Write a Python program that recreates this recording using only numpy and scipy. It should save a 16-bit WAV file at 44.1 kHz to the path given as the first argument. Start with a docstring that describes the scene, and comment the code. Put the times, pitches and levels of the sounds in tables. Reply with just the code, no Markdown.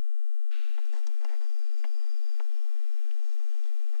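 """Cockatoo with a stick in an aviary

A cockatoo knocks a stick on the wooden rail and wire mesh of an outdoor aviary and scrapes it along.
Blows ring the modes of wood and frame; scrapes are dense tiny slips; the enclosure reflects both.
The quiet yard opens half a second in, on the dying echo of a parrot's screech. Two thin whistles and
a chirp, perhaps a far-off bird, follow one another over faint air, hiss and electrical whine."""
import sys
import numpy as np
from scipy import signal
from scipy.fft import rfft, irfft
from scipy.io import wavfile
from scipy.ndimage import uniform_filter1d

SR = 44100
rng = np.random.default_rng(int(sys.argv[2]) if len(sys.argv) > 2 else 0)


def int16_out(signal):
    """Quantize to a 16-bit WAV file."""
    q = np.round(np.clip(np.atleast_2d(signal).T, -1, 1) * 32767)
    wavfile.write(sys.argv[1], SR, q.astype(np.int16))


N = 176400
CONTACT_RISE_S = .0012

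# Spectrum of stick on wire mesh: freq_hz, relative_db
WIRE_SPECTRUM = [(500, -35), (2500, -8), (4000, -1), (5400, -1), (8300, -5), (9400, -11), (10500, -38),
                 (15000, -49)]


def blows():
    """Each blow cracks, rings the wood, shakes the frame, clacks and ticks on the wire."""
    # Blows, levels before the spot lift:
    # start_s, wood_db, clack_db, tick_db, frame_db, crack_db, crack_hz, spot_hz
    strikes = [(0.7803, -46, -53, -68, -62, -47, 2800, 1000), (.935, -53, -60, -59, -57.5, -54, 1700, 1790),
               (1.069, -52.5, -54, -44, -51, -39, 5900, 5960),
               (1.2468, -43, -53, -52, -56, -42, 5000, 5100), (1.329, -53, -61, -72, -64, -51, 2100, 660),
               (1.8417, -43, -45.5, -59, -53.5, -36, 1950, 652),
               (2.3992, -44.5, -49, -67, -61, -39, 2300, 1380)]
    # Modes of stick and rail: freq_hz, relative_db, t60_s
    wood_modes = [(444, -4, 0.069), (666, -2, 0.058), (816, -3, 0.058), (895, -1.5, 0.045),
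                  (1041, -8, 0.07), (1344, -6, 0.04), (1725, -8, 0.034), (2050, -6.5, 0.035),
                  (2785, -13, 0.073)]
    # Modes of the fence frame: freq_hz, relative_db, t60_s
    frame_modes = [(101, -2, 0.11), (164, -1, 0.088), (202, 0.5, 0.14)]
    # Spectrum of the contact clack: freq_hz, relative_db
    clack_spectrum = [(100, 6.5), (400, 0), (1450, 9), (1900, -0.5), (2350, -5), (2800, -1.5), (4200, -12),
                      (5500, -30), (12000, -57)]
    out, t = np.zeros(N), np.arange(SR // 4) / SR
    for start_s, wood_db, clack_db, tick_db, frame_db, crack_db, crack_hz, spot_hz in strikes:
        snap = amp(crack_db) * crack(t, crack_hz)
        wood = amp(wood_db) * ring(t, wood_modes)
        frame = amp(frame_db) * ring(t, frame_modes)
        clack = amp(clack_db) * burst(t, clack_spectrum, t60_s=.04)
        tick = amp(tick_db) * burst(t, WIRE_SPECTRUM, t60_s=.023)
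        add(out, start_s, spot_lift(snap + wood + frame + clack + tick, spot_hz))
    return out


def crack(t, pitch_hz, peak_cycles=.7):
    """First touch of the stick: a snap of a few cycles."""
    age = t * pitch_hz / peak_cycles
    return age * np.exp(1 - age) * np.sin(2 * np.pi * pitch_hz * t)


def ring(t, modes, spread_db=2.5, attack_s=.0014):
    """Decaying modes; random weights stand for where the blow lands."""
    freq_hz, relative_db, t60_s = np.transpose(modes)[:, :, None]
    weight = amp(relative_db + spread_db * rng.standard_normal(freq_hz.shape))
    waves = np.sin(2 * np.pi * (freq_hz * t + rng.random(freq_hz.shape))) * amp(-60 * t / t60_s)
    attack = np.minimum(t / attack_s, 1)
    return attack * (weight * waves).sum(0) * np.sqrt(2 / (weight ** 2).sum())


def burst(t, spectrum, t60_s, rise_s=CONTACT_RISE_S):
    """Dense, fast-dying clatter, with the same energy on every draw."""
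    envelope = np.minimum(t / rise_s, 1) * amp(-60 * t / t60_s)
    noise = coloured(rng.standard_normal(len(t)), spectrum)
    return unit(noise * envelope) * np.sqrt(np.mean(envelope ** 2))


def spot_lift(x, spot_hz, lift_db=8, half_width_oct=.049):
    """The touched spot brings out one narrow band."""
    octaves = np.log2((np.fft.rfftfreq(len(x), 1 / SR) + 1) / spot_hz)
    response = 1 + (amp(lift_db) - 1) / (1 + 1j * octaves / half_width_oct)
    return irfft(rfft(x) * response, len(x))


def taps(clatter_db=-7, skirt_db=-16):
    """Light taps and rebounds of the tip only snap and clatter."""
    # Tip contacts: start_s, level_db, pitch_hz
    touches = [(.8545, -52, 6000), (.87, -56, 5800), (.963, -48, 1900), (.988, -57, 8500),
               (1.034, -54, 2400), (1.293, -47, 2000), (1.315, -48, 800), (1.591, -55, 8300),
               (2.406, -44.5, 1050), (2.761, -54, 1600), (3.4, -55, 1300), (3.6385, -49, 3800),
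               (1.851, -44, 2900), (3.1115, -46, 2800)]
    out, t = np.zeros(N), np.arange(SR // 4) / SR
    for start_s, level_db, hz in touches:
        spectrum = [(hz / 4, skirt_db), (hz, 0), (hz * 2, skirt_db), (hz * 4, 3 * skirt_db)]
        clatter = amp(clatter_db) * burst(t, spectrum, t60_s=.02)
        add(out, start_s, amp(level_db) * (crack(t, hz) + clatter))
    return out


def bumps():
    """Soft, low bumps on the fence."""
    # Bumps: start_s, level_db
    thuds = [(0.705, -51.5), (1.034, -58.5), (1.379, -56), (2.126, -55.5), (2.355, -54.5), (2.927, -56.5),
             (3.106, -55.5)]
    # Spectrum of a bump: freq_hz, relative_db
    spectrum = [(30, -5.5), (75, -0.5), (200, -13), (600, -60)]
    out, t = np.zeros(N), np.arange(SR // 4) / SR
    for start_s, level_db in thuds:
        add(out, start_s, amp(level_db) * burst(t, spectrum, t60_s=.13, rise_s=.0044))
    return out


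def scrapes(slips_per_s=7000, spread_db=2, rise_s=.0038, fall_s=.054):
    """Tiny slips of uneven size as the stick drags over wood and wire."""
    # Drags, levels before the spot lift: start_s, length_s, wood_db, wire_db, spot_hz
    drags = [(0.923, 0.073, -59.5, -63.5, 1050), (1.204, 0.067, -62.5, -74, 540),
             (1.281, 0.084, -61, -72.5, 1950), (1.406, 0.046, -60.5, -72, 990),
             (1.778, 0.031, -95, -68, 7300), (3.226, 0.14, -75, -72.5, 6440), (3.376, 0.29, -82, -76, 6350),
             (3.652, 0.035, -67.5, -70.5, 3400), (3.931, 0.042, -61, -83, 1150)]
    # Spectrum of rubbed wood: freq_hz, relative_db
    wood_spectrum = [(150, -13), (450, 5), (900, 1), (1200, -4.5), (1800, -3), (2600, -13.5), (4000, -25.5),
                     (9000, -47)]
    slips = rng.standard_normal(N) * (rng.random(N) < slips_per_s / SR)
    slips *= amp(spread_db * np.minimum(rng.exponential(1, N), 3))
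    rub, rasp = coloured(slips, wood_spectrum), coloured(slips, WIRE_SPECTRUM)
    out, t = np.zeros(N), np.arange(N) / SR
    for start_s, length_s, wood_db, wire_db, spot_hz in drags:
        press = np.clip((t - start_s) / rise_s, 0, 1)
        release = np.clip((start_s + length_s - t) / fall_s + .5, 0, 1)
        out += press * release * spot_lift(amp(wood_db) * rub + amp(wire_db) * rasp, spot_hz)
    return out


def echo(x, t60_s=.31, reflections_per_s=2000, gap_s=.004):
    """Scattered reflections from the enclosure, different at each ear."""
    t = np.arange(SR // 3) / SR
    response = rng.standard_normal((2, len(t))) * (rng.random((2, len(t))) < reflections_per_s / SR)
    response *= (t > gap_s) * amp(-60 * t / t60_s)
    response /= np.linalg.norm(response, axis=1, keepdims=True)
    return signal.fftconvolve(x[None], response, axes=1)[:, :N]


def screech_tail(start_s, level_db=-56.5, hold_s=.048, t60_s=1.5):
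    """The diffuse echo of a parrot's screech dies away across the yard."""
    # Spectrum of the echo: freq_hz, relative_db
    spectrum = [(750, -33), (1450, -1), (1900, -8), (2400, -4), (2600, 3), (2820, 0.5), (3200, -10),
                (3850, -2.5), (4600, -14.5), (7500, -38)]
    decay_s = np.maximum(np.arange(N) / SR - start_s - hold_s, 0)
    return amp(level_db - 60 * decay_s / t60_s) * coloured(rng.standard_normal(N), spectrum)


def whistles(waver_rms_hz=10, warble_hz=163, flutter_hz=48):
    """Thin notes, part pure and part fluttering, with a slow waver and a fast warble."""
    # Contours of two whistles and a chirp, one list each: time_s, pitch_hz, level_db
    notes = [
        [(1.27, 4850, -78), (1.52, 4855, -71.5), (2.06, 4824, -67.5), (2.11, 4885, -66), (2.18, 4890, -72),
         (2.21, 4800, -75), (2.235, 4840, -64.5), (2.29, 4815, -64.5), (2.41, 4860, -78.5)],
        [(2.39, 5280, -80), (2.53, 5250, -84), (2.555, 5268, -71.5), (2.65, 5268, -76), (2.69, 5260, -84),
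         (2.83, 5200, -84), (2.985, 5280, -76)],
        [(3.295, 5080, -77), (3.325, 4970, -76)],
    ]
    # Grain of each note: warble_rad, flutter_share
    grains = [(.55, .45), (.1, .12), (.6, .5)]
    out = np.zeros(N)
    for note, (warble_rad, flutter_share) in zip(notes, grains):
        time_s, pitch_hz, level_db = np.transpose(note)
        t = np.arange(time_s[0], time_s[-1], 1 / SR)
        contour_hz = np.interp(t, time_s, pitch_hz) + waver_rms_hz * drift(len(t), cutoff_hz=23)
        warble = warble_rad * np.sin(phase(warble_hz * (1 + .14 * drift(len(t), cutoff_hz=47))))
        scatter = drift(len(t), flutter_hz) + 1j * drift(len(t), flutter_hz)
        flutter = np.sqrt(1 - flutter_share) + np.sqrt(flutter_share / 2) * scatter
        tone = flutter * np.exp(1j * (phase(contour_hz) + warble))
        envelope = amp(np.interp(t, time_s, level_db)) * signal.windows.tukey(len(t), .03)
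        add(out, time_s[0], envelope * unit(tone.real))
    return out


def yard_air(level_db=-63.5):
    """Gently shifting outdoor air, wider in the treble."""
    # Spectrum of the air: freq_hz, relative_db
    spectrum = [(25, 6.5), (60, -2), (140, -9), (210, 0.5), (330, -1.5), (500, -4.5), (800, -8),
                (1900, -12), (7000, -17), (9500, -24), (15500, -29)]
    # Likeness of left and right: freq_hz, correlation
    likeness = [(3000, 1), (7000, 0.83), (15000, 0.19)]
    return amp(level_db) * stereo_noise(lambda hz: lookup(likeness, hz), spectrum, patch_db=1.5)


def hush(level_db=-70, correlation=.38):
    """Faint steady hiss and rumble."""
    # Spectrum of the hush: freq_hz, relative_db
    spectrum = [(25, 23.5), (80, 5), (140, -18), (220, -17.5), (330, 6.5), (800, 1), (15500, -4)]
    return amp(level_db) * stereo_noise(lambda hz: np.full_like(hz, correlation), spectrum, patch_db=0)


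def whine(high_hz=11460, high_db=-84.5, low_hz=2535, low_db=-79):
    """Electrical self-noise: a steady high line and a lower one whose pitch swings."""
    cycle_s, crest_s, swing_hz = .06, .023, 123
    t = np.arange(N) / SR
    turn = 2 * np.pi * (t - crest_s) / cycle_s
    pitch_hz = low_hz + swing_hz * (np.cos(turn) + np.cos(2 * turn))
    steady = amp(high_db) * np.sin(2 * np.pi * high_hz * t)
    swinging = amp(low_db) * np.sin(phase(pitch_hz))
    return np.sqrt(2) * (steady + swinging)


def stereo_noise(correlation_at, spectrum, patch_db):
    """Two channels of partly shared noise with drifting level patches, rms 1."""
    hz = np.fft.rfftfreq(2048, 1 / SR)
    left_re, left_im, own_re, own_im, patches = rng.standard_normal((N // 512 + 5, len(hz), 5)).T
    patches = uniform_filter1d(patches, size=20, axis=0)  # over frequency
    patches = unit(uniform_filter1d(patches, size=7, axis=1))  # over time
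    shared = np.clip(correlation_at(hz), -1, 1)[:, None]
    left = left_re + 1j * left_im
    right = shared * left + np.sqrt(1 - shared ** 2) * (own_re + 1j * own_im)
    frames = np.array([left, right]) * amp(lookup(spectrum, hz)[:, None] + patch_db * patches)
    return unit(signal.istft(frames, nperseg=2048, noverlap=1536)[1][:, :N])


def drift(size, cutoff_hz):
    """Slow random motion, rms about 1."""
    passband = np.fft.rfftfreq(N, 1 / SR) < cutoff_hz
    return unit(irfft(rfft(rng.standard_normal(N)) * passband, N))[:size]


def coloured(x, spectrum):
    """Filter by a spectrum table, rms 1."""
    gain = amp(lookup(spectrum, np.fft.rfftfreq(len(x), 1 / SR)))
    return unit(irfft(rfft(x) * gain, len(x)))


def lookup(points, hz):
    """Interpolate on a log-frequency axis."""
    freq_hz, value = np.transpose(points)
    return np.interp(np.log(hz + 1), np.log(freq_hz + 1), value)


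def phase(hz):
    """Running phase in radians."""
    return 2 * np.pi * np.cumsum(hz) / SR


def amp(db):
    """Decibels to gain."""
    return 10 ** (np.asarray(db) / 20)


def unit(x):
    """Scale to rms 1."""
    return x / np.sqrt(np.mean(x ** 2) + 1e-20)


def add(mix, start_s, sound):
    """Mix a sound in at start_s."""
    part = mix[round(start_s * SR):][:len(sound)]
    part += sound[:len(part)]


def scene(open_s=.506, fade_s=.011):
    """Stick, birds, yard and whine open together over the steady hush."""
    stick = blows() + taps() + bumps() + scrapes()
    song = whistles()
    air = yard_air()
    stick = stick + amp(-22) * echo(stick)
    song = song + amp(.5) * echo(song).mean(0)  # mono echo
    outdoors = stick + song + screech_tail(open_s) + air + whine()
    fade_in = np.clip((np.arange(N) / SR - open_s) / fade_s, 0, 1)
    return outdoors * fade_in + hush()


def record(dry, cutoff_hz=15700):
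    """Band limit plus a constant electrical offset."""
    # DC offset, rows left and right: offset_full_scale
    dc_offset = [
        [-.068],
        [.0332],
    ]
    lowpass = signal.firwin(511, cutoff_hz, window=("kaiser", 9), fs=SR)
    return signal.oaconvolve(dry, lowpass[None], "same") + np.array(dc_offset)


dry = scene()
out = record(dry)
int16_out(out)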